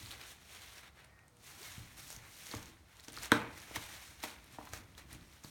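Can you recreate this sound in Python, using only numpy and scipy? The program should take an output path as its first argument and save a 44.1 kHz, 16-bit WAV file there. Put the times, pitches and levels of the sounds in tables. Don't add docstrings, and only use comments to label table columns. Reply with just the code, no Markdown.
import sys
import numpy as np
from scipy import signal
from scipy.io import wavfile
from scipy.ndimage import uniform_filter1d

SR = 44100
rng = np.random.default_rng(int(sys.argv[2]) if len(sys.argv) > 2 else 0)


def generate_wav(signal):
    frames = np.transpose(np.atleast_2d(signal))
    scaled = np.clip(frames, -1, 1) * 32767
    pcm = np.round(scaled).astype(np.int16)
    wavfile.write(sys.argv[1], SR, pcm)


def magnitude_from_level(level_db):
    exponent = np.asarray(level_db, float) / 20
    return 10 ** exponent


N = 242550

# (peak time [s], rise [s], fall [s], crackle level [dB], treble tilt [dB per octave])
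STROKES = [(0.03, 0.15, 0.27, -62, 2.5), (0.111, 0.0059, 0.072, -59, 0.5),
           (0.215, 0.016, 0.079, -59.5, -0.5), (0.3, 0.067, .07, -64, 4), (0.55, 0.11, .12, -63, 1),
           (0.68, 0.23, 0.11, -63.5, 0.5), (0.78, 0.1, 0.089, -63.5, 1), (0.88, 0.12, 0.021, -63, -4),
           (1.0, 0.051, 0.088, -64, -4.5), (1.2, 0.15, 0.071, -70.5, -41), (1.48, 0.058, 0.31, -64, 2.5),
           (1.66, 0.11, 0.29, -60, 3), (1.982, 0.015, 0.095, -63, 3.5), (2.121, 0.14, 0.084, -63.5, 5.5),
           (2.24, 0.17, 0.09, -63, -12), (2.47, 0.21, 0.24, -61.5, 3.5), (2.534, 0.044, 0.1, -57.5, -0.5),
           (2.68, 0.02, 0.051, -65.5, 1.5), (2.93, 0.1, 0.17, -72.5, -0.5), (3.0, 0.067, .03, -68, -1.5),
           (3.045, .02, 0.036, -70.5, 5.5), (3.087, 0.015, 0.02, -63, 1.5), (3.17, 0.052, 0.064, -59.5, 0),
           (3.235, 0.031, 0.054, -52.5, 2), (3.328, 0.016, .12, -44.5, -6.5), (3.58, 0.082, 0.16, -61, 0),
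           (3.764, 0.016, 0.021, -47.5, 0), (3.82, 0.18, 0.23, -57, 0.5), (3.95, 0.063, 0.048, -61, 2.5),
           (4.04, 0.12, 0.27, -64.5, 2.5), (4.241, 0.012, 0.017, -47.5, 1.5), (4.27, 0.055, 0.11, -58, 1),
           (4.47, 0.15, 0.15, -69.5, -1), (4.54, 0.044, 0.076, -65, 1), (4.6, 0.011, 0.22, -69, 0),
           (4.68, 0.047, 0.12, -69, 2), (4.738, 0.012, 0.083, -57.5, 2), (4.93, 0.12, 0.054, -74, 0),
           (4.982, 0.0087, 0.056, -61.5, 1.5), (5.119, 0.039, 0.093, -63, 0), (5.33, 0.18, 0.26, -70, 0.5),
           (5.439, 0.0071, 0.2, -69, 5.5)]
# (frequency [Hz], relative level [dB])
CRACKLE_COLOUR = [(150, -17.5), (250, -14), (320, -0.5), (498, -4.5), (788, -2.5), (845, -3), (1200, -2.5),
                  (2150, 0.5), (2760, -4), (3720, -5.5), (4850, -11.5), (5590, -8), (8540, -11.5),
                  (13800, -13.5), (17000, -19)]
# (time [s], level [dB], pitch [Hz])
SNAPS = [(0.0602, -38.5, 4280), (0.109, -38, 3150), (0.1137, -36.5, 3960), (0.1237, -41, 3800),
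         (0.2137, -47, 4600), (0.528, -53, 3100), (0.571, -42, 2250), (0.6188, -42, 7000),
         (0.7812, -44.5, 5650), (1.0463, -48.5, 9050), (1.191, -52.5, 2485), (1.281, -52, 8300),
         (1.369, -52, 9100), (1.6306, -41, 4670), (2.1035, -33.5, 8460), (2.1278, -37, 6430),
         (2.164, -36.5, 6350), (2.462, -45, 3830), (2.4681, -36, 6500), (2.5136, -34.5, 4250),
         (2.55, -34.5, 6540), (2.568, -40.5, 4600), (2.6284, -41, 6650), (2.658, -43, 6600),
         (2.9688, -49, 7200), (2.998, -43, 3960), (3.0055, -46, 7100), (3.0383, -47, 3870),
         (3.043, -47, 8400), (3.0473, -45, 5760), (3.0834, -37, 6000), (3.101, -46, 3500),
         (3.122, -40, 9200), (3.131, -38, 9300), (3.141, -42, 6130), (3.158, -44, 3080),
         (3.1669, -38, 4600), (3.1855, -38, 4400), (3.2325, -32, 7800), (3.246, -34.5, 3760),
         (3.2572, -32.5, 6700), (3.3186, -16, 3450), (3.3179, -22, 8800), (3.578, -45, 5860),
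         (3.601, -42, 5300), (3.618, -43.5, 6550), (3.7595, -33, 2140), (3.76, -31.5, 3270),
         (3.8155, -42, 6200), (4.203, -47, 3770), (4.23, -39, 5800), (4.2372, -34.5, 2050),
         (4.2384, -35, 4100), (4.2846, -41, 4060), (4.3036, -43.5, 4300), (4.443, -46.5, 11000),
         (4.653, -42, 13400), (4.638, -56, 2620), (4.6712, -52, 3600), (4.6908, -46, 6300),
         (4.7346, -30, 6850), (4.7756, -41, 6800), (4.9507, -50, 3300), (4.9794, -43, 3950),
         (5.1296, -36, 9600), (5.1489, -46, 6470), (5.2106, -52.5, 3740), (5.4386, -41, 6540),
         (5.4468, -42.5, 4500)]
# (time [s], pop level [dB], cavity pitch [Hz], table thud level [dB],
# wet splat level before colouring [dB])
POPS = [(2.538, -40.5, 1100, -36.5, -62), (3.081, -69, 650, -45.5, -48), (3.174, -42, 1320, -51, -57),
        (3.3185, -16, 1527, -17.5, -15), (3.711, -44.5, 554, -49, -53), (3.7643, -39.5, 920, -42, -52),
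        (4.2374, -37, 864, -40.5, -41), (4.5855, -38.5, 830, -43, -50), (4.612, -47.5, 980, -64, -62),
        (4.672, -46.5, 1050, -65, -45), (4.7345, -43, 583, -55, -39), (5.444, -50.5, 1080, -51, -52)]
# (frequency [Hz], relative level [dB], time to die by 60 dB [s])
TABLE_TONES = [(120, -26.5, 0.4), (154, -14, 0.053), (231, -10.5, 0.043), (279, 3.5, 0.017),
               (295, -3.5, 0.035), (437, -6.5, 0.05), (560, -14, 0.052), (907, -5.5, 0.03)]
# (frequency [Hz], gain [dB])
SPLAT_COLOUR = [(300, -52), (750, -34), (1100, 2), (1900, -1), (2600, -9), (4200, -17.5), (6000, -29),
                (12000, -56)]
# (time [s], level [dB], starting pitch [Hz])
BUMPS = [(0.034, -41, 99), (1.78, -36, 144), (1.804, -40, 120), (2.173, -43, 131), (2.559, -35.5, 104),
         (3.772, -38, 110), (4.729, -40.5, 109), (5.152, -42, 146), (5.447, -40.5, 156)]
# (start [s], end [s], start pitch [Hz], end pitch [Hz], level [dB])
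THIN_TONES = [(0.999, 1.154, 610, 647, -76.5), (1.07, 1.322, 1850, 1885, -74), (1.24, 1.506, 496, 472, -76),
              (1.597, 1.636, 295, 504, -58.5), (1.634, 1.718, 2210, 2050, -63)]
# (frequency [Hz], time to die by 60 dB [s])
ROOM_DECAY = [(100, 0.65), (260, 0.29), (480, 0.51), (750, 0.48), (1100, 0.49), (1840, 0.14), (4850, 0.23),
              (12000, 0.17)]
# (time [s], level [dB])
RUMBLE_LEVEL = [(0.0, -58.5), (0.12, -65), (0.41, -71), (1.209, -80), (1.58, -67), (2.2, -66.5),
                (2.35, -71.5), (2.68, -60), (3.0, -81.5), (3.14, -61.5), (3.41, -62), (3.71, -64.5),
                (3.83, -65), (4.0, -70), (4.6, -64.5), (4.8, -62), (5.02, -64.5), (5.16, -58), (5.5, -81)]
# (frequency [Hz], relative level [dB])
RUMBLE_COLOUR = [(12, -11), (20, -49), (49, 2.5), (97, 1.5), (190, -7.5), (284, -7), (329, -7),
                 (392, -16.5), (500, -27), (650, -45), (1100, -120)]
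# (frequency [Hz], relative level [dB])
HUSH_COLOUR = [(25, -39), (60, -3.5), (130, -7.5), (300, -23), (700, -24), (1400, -29), (2000, -47),
               (3000, -39), (8000, -41), (17000, -46)]
# (frequency [Hz], gain [dB])
MIC_TONE = [(25, 0), (60, 2.5), (120, 0.5), (3500, 7.5), (4300, 10), (4950, 8.5), (5600, 8.5), (7000, 8),
            (7600, 6), (8800, 10), (10300, 5), (11300, 7.5), (12500, 6)]

REST_DB, REST_TILT_DB = -82, -8
SWELL_POWER = 1.26
PIVOT_HZ, TREBLE_DIES = 2150, 0.31
BODY_HZ, SLAP_DB, USUAL_RISE_S = 1400, 1, 0.12
STRETCH_ENDS_S, STRETCH_HZ, STRETCH_OCTAVES, STRETCH_DB = 1.1, 3600, 0.35, 2.5
POP_S = 0.0032
HUSH_DB = -68


def crackle(clump_db=1.0, flicker_db=0.5, hiss=1.64):
    clumps = uneven(400)
    flicker = uneven(90)
    fizz = grains(per_s=300, spread_db=3.0, cycles=4.0)
    rustle = fizz + hiss * rng.standard_normal(N)
    rustle = rustle * magnitude_from_level(clump_db * clumps + flicker_db * flicker)
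    rustle = coloured(rustle, CRACKLE_COLOUR)
    hz, t, z = signal.stft(rustle, SR, nperseg=256, noverlap=192)
    z = z * handling(hz[:, None], t)
    return signal.istft(z, SR, nperseg=256, noverlap=192)[1][:N]


def handling(hz, t):
    above = np.clip(np.log2(hz / PIVOT_HZ + 1e-9), 0, 1.5)
    body = 1 / (1 + (hz / BODY_HZ) ** 4)
    octaves_off = np.log2(hz / STRETCH_HZ + 1e-9)
    strand_band = np.exp(-(octaves_off / STRETCH_OCTAVES) ** 2)
    power = magnitude_from_level(2 * (REST_DB + REST_TILT_DB * above)) * np.ones_like(t)
    for s, rise, fall, db, tilt_db in STROKES:
        before = (s - t) / rise
        after = (t - s) / fall * (1 + TREBLE_DIES * above)
        away = np.where(t < s, before, after)
        strand_db = STRETCH_DB * (s < STRETCH_ENDS_S) * strand_band
        slap_db = SLAP_DB * np.log2(USUAL_RISE_S / rise) * body
        stroke_db = db + strand_db + tilt_db * above + slap_db - 10 * away ** SWELL_POWER
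        power += magnitude_from_level(2 * stroke_db)
    return np.sqrt(power)


def grains(per_s, spread_db, cycles):
    out = np.zeros(N)
    for hz in np.geomspace(500, 16000, num=22):
        size = magnitude_from_level(spread_db * np.minimum(rng.exponential(1, N), 5))
        bursts = size * (rng.random(N) < per_s / SR)
        t = np.arange(-300, 300) / SR * hz / cycles
        one_cell = np.exp(-8 * t ** 2) * np.sin(2 * np.pi * cycles * t)
        out += hz * signal.oaconvolve(bursts, one_cell, "same")
    return evened(out)


def snaps():
    out = np.zeros(N)
    t = np.arange(300) / SR
    spit_shape = magnitude_from_level(-60 * t / 0.011) * 0.36 * np.minimum(t / 0.00035, 1)
    for s, db, hz in SNAPS:
        puff = rng.standard_normal(300)
        spit = signal.lfilter([0.5], [1, -0.5], puff) * spit_shape
        cell = ring(hz, 12.3 / hz, rise=0.91 / hz)[:300]
        add(out, s, magnitude_from_level(db) * (cell + spit))
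    return out


def pops():
    out, wet = np.zeros(N), np.zeros(N)
    t = np.arange(1000) / SR
    u = t / POP_S
    sweep = 1.06 * t - 0.067 * t * np.minimum(u, 1)
    pop_shape = np.tanh(6 * u) * np.exp(-1.6 * u ** 3)
    thud = table_thud()
    for s, db, hz, thud_db, wet_db in POPS:
        add(out, s, magnitude_from_level(db) * pop_shape * np.sin(2 * np.pi * hz * sweep))
        add(out, s + 0.00211, magnitude_from_level(thud_db) * thud)
        add(wet, s, magnitude_from_level(wet_db - 60 * t / 0.045) * rng.standard_normal(1000))
    return out + colour(wet, SPLAT_COLOUR)


def table_thud():
    thud = sum(magnitude_from_level(db) * ring(hz, t60, rise=0.0013) for hz, db, t60 in TABLE_TONES)
    return signal.lfilter(*signal.butter(2, 110, "high", fs=SR), thud)


def bumps():
    out = np.zeros(N)
    for s, db, hz in BUMPS:
        add(out, s, -magnitude_from_level(db) * ring(hz, 0.042, glide=-2.0, rise=0.0016))
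    return out


def tones():
    out = np.zeros(N)
    for start, end, from_hz, to_hz, db in THIN_TONES:
        count = round((end - start) * SR)
        waver = evened(uniform_filter1d(rng.standard_normal(SR), size=900))[:count]
        pitch = np.linspace(from_hz, to_hz, count) * (1 + 0.012 * waver)
        turns = np.cumsum(pitch) / SR
        swell = np.sin(np.pi * np.linspace(0, 1, count) ** 0.82)
        add(out, start, magnitude_from_level(db) * swell * np.sin(2 * np.pi * turns))
    return out


def room(x):
    taps = np.zeros(SR)
    at = np.arange(200, SR - 20, 20)
    taps[at + rng.integers(0, 20, len(at))] = rng.choice([-1.0, 1.0], len(at))
    hz, t, z = signal.stft(taps, SR, nperseg=256)
    fade = magnitude_from_level(-60 * t / read(ROOM_DECAY, hz)[:, None])
    tail = signal.istft(z * fade, SR, nperseg=256)[1]
    return signal.fftconvolve(x, tail / np.linalg.norm(tail))[:N]


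def rumble():
    s, db = np.transpose(RUMBLE_LEVEL)
    level = magnitude_from_level(np.interp(np.arange(N) / SR, s, db))
    return level * coloured(rng.standard_normal(N), RUMBLE_COLOUR)


def hush():
    return magnitude_from_level(HUSH_DB) * coloured(rng.standard_normal(N), HUSH_COLOUR)


def ring(hz, t60, glide=0.0, rise=0.0005):
    t = np.arange(SR // 4) / SR
    shape = magnitude_from_level(-60 * t / t60) * (1 - np.exp(-t / rise))
    return shape * np.sin(2 * np.pi * hz * t * (1 + glide * t))


def uneven(size):
    smooth = uniform_filter1d(rng.standard_normal(N), size=size)
    return evened(uniform_filter1d(smooth, size=size))


def colour(x, points):
    hz = abs(np.fft.fftfreq(8192, 1 / SR))
    log_gain = np.log(magnitude_from_level(np.maximum(read(points, hz), -100)))
    taps = np.fft.ifft(np.exp(np.conj(signal.hilbert(log_gain)))).real[:4096]
    return signal.oaconvolve(x, taps)[:N]


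def coloured(x, points):
    return evened(colour(x, points))


def evened(x):
    return x / np.sqrt(np.mean(x ** 2) + 1e-20)


def read(points, hz):
    f, value = np.transpose(points)
    return np.interp(np.log(hz + 1), np.log(f + 1), value)


def add(mix, s, sound):
    part = mix[round(s * SR):][:len(sound)]
    part += sound[:len(part)]


def scene():
    rustle, popped = crackle(), pops()
    close = snaps() + bumps()
    far = room(magnitude_from_level(-9.0) * popped + magnitude_from_level(-8.5) * close + magnitude_from_level(-14.5) * rustle)
    mix = rustle + popped + close + far + tones() + rumble() + hush()
    return mix[None]


def band_limit(x):
    return signal.sosfilt(signal.butter(12, 18330, fs=SR, output="sos"), x)


def record(dry):
    edge = signal.firwin(1023, 17250, window=("kaiser", 9), fs=SR)
    mix = signal.oaconvolve(colour(dry[0], MIC_TONE), edge, "same")[None]
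    return band_limit(mix)


dry = scene()
out = record(dry)
generate_wav(out)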